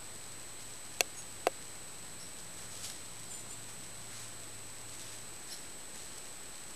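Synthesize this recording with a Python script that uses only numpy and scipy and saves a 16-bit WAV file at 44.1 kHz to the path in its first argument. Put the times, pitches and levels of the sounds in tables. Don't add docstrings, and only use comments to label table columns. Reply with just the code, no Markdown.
import sys
import numpy as np
from scipy import signal
from scipy.fft import rfft, irfft
from scipy.io import wavfile
from scipy.ndimage import uniform_filter1d

SR = 44100
rng = np.random.default_rng(int(sys.argv[2]) if len(sys.argv) > 2 else 0)


def master(y):
    cut = np.clip(np.atleast_2d(y).T, -1, 1)
    pcm = np.round(cut * 32767)
    wavfile.write(sys.argv[1], SR, pcm.astype(np.int16))


N = 297675
TIME = np.arange(N) / SR
FREQ = np.arange(N // 2 + 1) * SR / N
HOLD_HZ = 16000

# (frequency [Hz], relative level [dB])
HISS_SPECTRUM = [(20, -1), (60, 0), (130, 1), (350, 0), (600, -2), (1200, -4), (2500, -5.5), (3400, -7),
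                 (4800, -7.5), (6500, -7.5), (8000, -5)]
# (time [s], level [dB])
DRONE_LEVELS = [(0, -65), (2.2, -65.5), (3.7, -61.5), (4.7, -60), (5.15, -62.5), (5.45, -73.5), (6.75, -72)]
# (time [s], length [s], pitch [Hz], level [dB])
ENGINE_SWELLS = [(1.5, 2.2, 174.5, -65.5), (2.4, .75, 90, -63.5), (3.6, .5, 175.6, -61.5)]
# (time [s], length [s], relative leaf level [dB], relative soil level [dB])
CLAW_STROKES = [(0.616, 0.014, -54.5, -70), (2.587, 0.07, -57, -59), (2.72, .115, -53.5, -60),
                (2.847, .02, -44, -57), (3.695, .014, -55, -58), (3.832, 0.013, -59, -64),
                (4.113, .135, -54.5, -57.5), (4.932, .016, -53, -58), (5.011, .145, -55, -59),
                (5.493, .055, -53, -58), (5.585, 0.083, -65, -61), (5.947, .08, -58, -62),
                (6.1, 0.054, -62, -65)]
# (frequency [Hz], relative level [dB])
LEAF_SPECTRUM = [(1500, -25), (2700, -8), (3500, -4.5), (5400, -2), (6800, -0.5), (8000, -2.5)]
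# (frequency [Hz], relative level [dB])
SOIL_SPECTRUM = [(300, -25), (800, -2), (2200, 1.5), (3200, -16), (6000, -35)]
# (time [s], relative peak [dB], pitch [Hz])
PECKS_AND_SNAPS = [(0.605, -46, 4150), (0.7244, -46, 7620), (2.4453, -38, 7800), (2.5875, -43, 7330),
                   (2.8429, -39, 6210), (2.8998, -32.5, 4850), (3.6935, -44, 4230), (3.8357, -43, 6500),
                   (4.8864, -41, 7730), (4.9494, -45, 7760), (5.0154, -44, 6410), (5.6511, -45, 5180),
                   (5.9584, -46, 5760), (6.1814, -32.5, 7740)]
# (time [s], relative level [dB], contact brightness [Hz])
BUTTON_KNOCKS = [(1.0069, -21, 16000), (1.0073, -9.7, 12000), (1.4692, 0.8, 1070), (1.4703, -22.5, 10000),
                 (1.4808, -17, 700)]
# (frequency [Hz], relative level [dB], time to fall 60 dB [s])
CASE_MODES = [(350, -34, 0.049), (540, -25.5, 0.07), (728, -13, 0.029), (1080, -15.5, 0.011),
              (1602, -22.5, 0.038), (2230, -28.5, 0.049), (2720, -9, 0.016), (3480, -9, 0.015),
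              (4380, 1.5, 0.0051), (5920, -8.5, 0.019), (6670, 0, 0.0052)]
# (time [s], length [s], start pitch [Hz], settled pitch [Hz], level [dB], rasp [0-1])
BIRD_NOTES = [(1.159, 0.061, 6460, 6680, -47, 0.16), (2.192, 0.07, 5000, 5520, -51, 0.9),
              (3.295, 0.044, 7940, 7170, -46.5, 0.35), (3.325, 0.066, 7130, 7170, -44, 0.08),
              (3.49, 0.038, 6920, 7230, -47, .2), (3.52, 0.033, 7240, 7550, -48, 0.3),
              (5.499, 0.041, 4300, 5570, -45, 0.9), (5.513, 0.033, 4260, 4050, -49.5, 0.87)]


def undb(db):
    return 10 ** (np.asarray(db) / 20)


def unit(x):
    return x / np.sqrt(np.mean(x ** 2))


def colour(x, spectrum):
    hz, db = np.transpose(spectrum)
    gain = undb(np.interp(np.log(FREQ + 1), np.log(hz), db)) * (FREQ < HOLD_HZ / 2)
    return unit(irfft(rfft(x) * gain, N))


def wander(per_s):
    span = int(SR / per_s)
    steps = np.repeat(rng.standard_normal(N // span + 1), span)
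    return unit(uniform_filter1d(uniform_filter1d(steps, span), span)[:N])


def add(out, s, sound):
    i = int(s * SR)
    out[i:i + len(sound)] += sound[:N - i]


def arch(s, length_s):
    return np.sin(np.pi * np.clip((TIME - s) / length_s, 0, 1))


def unsteady_sine(hz, wobble, wobble_per_s):
    pitch = hz * (1 + wobble * wander(wobble_per_s))
    return np.sqrt(2) * np.sin(2 * np.pi * np.cumsum(pitch) / SR)


def hiss(level_db=-51.5, waver_db=0.08):
    return colour(rng.standard_normal(N), HISS_SPECTRUM) * undb(level_db + waver_db * wander(3.45))


def camera_whine(level_db=-47.5, chop_hz=132.9, flip_hz=14.77, squareness=1.8):
    chop = np.tanh(squareness * np.sin(2 * np.pi * chop_hz * TIME))
    flip = np.sign(np.sin(2 * np.pi * flip_hz * TIME))
    return undb(level_db) * unit(chop * flip * np.cos(np.pi * HOLD_HZ * TIME))


def far_engine(drone_hz=109.3, waver_db=1):
    times, levels = np.transpose(DRONE_LEVELS)
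    tones = [(drone_hz, undb(np.interp(TIME, times, levels)))]
    tones += [(hz, undb(db) * arch(s, length_s)) for s, length_s, hz, db in ENGINE_SWELLS]
    out = np.zeros(N)
    for hz, gain in tones:
        tone = unsteady_sine(hz, wobble=0.0073, wobble_per_s=12)
        out += gain * tone * undb(waver_db * wander(14))
    return out


def crackle(per_s, spread_db):
    size = undb(spread_db * np.minimum(rng.exponential(size=N), 4))
    return (rng.random(N) < per_s / SR) * size * rng.choice([-1, 1], N)


def claw_stroke(s, length_s, attack_s=0.027, release_s=0.013, debris_db=-8.5, debris_s=0.1):
    bite = np.clip((TIME - s) / attack_s + 1, 0, 1)
    since_lift = np.maximum(TIME - s - length_s, 0)
    debris = undb(debris_db) * np.exp(-since_lift / debris_s)
    return bite * np.maximum(np.exp(-since_lift / release_s), debris)


def raking(leaf_trim_db=2, soil_trim_db=-3, settling_db=-61):
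    leaf_gain, soil_gain = 0, 0
    for s, length_s, leaf_db, soil_db in CLAW_STROKES:
        force = claw_stroke(s, length_s)
        leaf_gain = np.hypot(leaf_gain, force * undb(leaf_db + leaf_trim_db))
        soil_gain = np.hypot(soil_gain, force * undb(soil_db + soil_trim_db))
    leaves = colour(crackle(per_s=2200, spread_db=0.5), LEAF_SPECTRUM)
    scuffs = colour(crackle(per_s=4000, spread_db=-1.5), SOIL_SPECTRUM)
    settling = undb(settling_db) * colour(crackle(per_s=64, spread_db=-6), LEAF_SPECTRUM)
    return leaves * leaf_gain + scuffs * soil_gain + settling


def pecks_and_snaps(width_hz=2200, decay_s=0.0028, trim_db=4):
    out, t = np.zeros(N), TIME[:SR // 25]
    freq = np.fft.rfftfreq(len(t), 1 / SR)
    for s, db, hz in PECKS_AND_SNAPS:
        burst = rng.standard_normal(len(t)) * np.exp(-t / decay_s)
        resonance = 1 / (1 + 1j * (freq - hz) / width_hz) ** 2
        snap = irfft(rfft(burst) * resonance, len(t))
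        add(out, s, snap / np.abs(snap).max() * undb(db + trim_db))
    return out


def camera_button(crack_db=-10, crack_s=0.002, low_cut_hz=375):
    out, t = np.zeros(N), TIME[:SR // 10]
    ring = sum(undb(db) * np.sin(2 * np.pi * hz * t) * np.exp(-np.log(1000) * t / t60_s)
               for hz, db, t60_s in CASE_MODES)
    crack = undb(crack_db) * rng.standard_normal(len(t)) * np.exp(-t / crack_s)
    for s, db, bright_hz in BUTTON_KNOCKS:
        push = t * np.exp(-2 * np.pi * bright_hz * t)
        add(out, s, undb(db) * signal.fftconvolve(ring + crack, push / push.sum()))
    return signal.sosfilt(signal.butter(6, low_cut_hz, "high", fs=SR, output="sos"), out)


def small_birds(slide_s=0.0091, flutter_db=2):
    out = np.zeros(N)
    for s, length_s, start_hz, settled_hz, db, rasp in BIRD_NOTES:
        hz = settled_hz + (start_hz - settled_hz) * np.exp(-np.maximum(TIME - s, 0) / slide_s)
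        whistle = unsteady_sine(hz, wobble=0.042 * rasp, wobble_per_s=2500)
        out += undb(db) * arch(s, length_s) * whistle
    return out * undb(flutter_db * wander(140))


def forest_echoes(direct, t60_s=0.4, wet_db=-7.5, delay_s=0.012):
    t = TIME[:SR]
    tail = rng.standard_normal(SR) * np.exp(-np.log(1000) * t / t60_s) * (t > delay_s)
    return direct + undb(wet_db) * signal.fftconvolve(direct, tail / np.linalg.norm(tail))[:N]


def scene():
    forest = forest_echoes(raking() + pecks_and_snaps() + small_birds())
    return (forest + far_engine() + camera_button() + hiss() + camera_whine())[None]


def record(dry):
    samples = signal.resample(dry, N * HOLD_HZ // SR, axis=1)
    held = samples[:, np.arange(N) * HOLD_HZ // SR]
    top_cut = signal.ellip(12, 0.1, 80, 12750, fs=SR, output="sos")
    return signal.sosfilt(top_cut, held) - 0.0035


dry = scene()
out = record(dry)
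master(out)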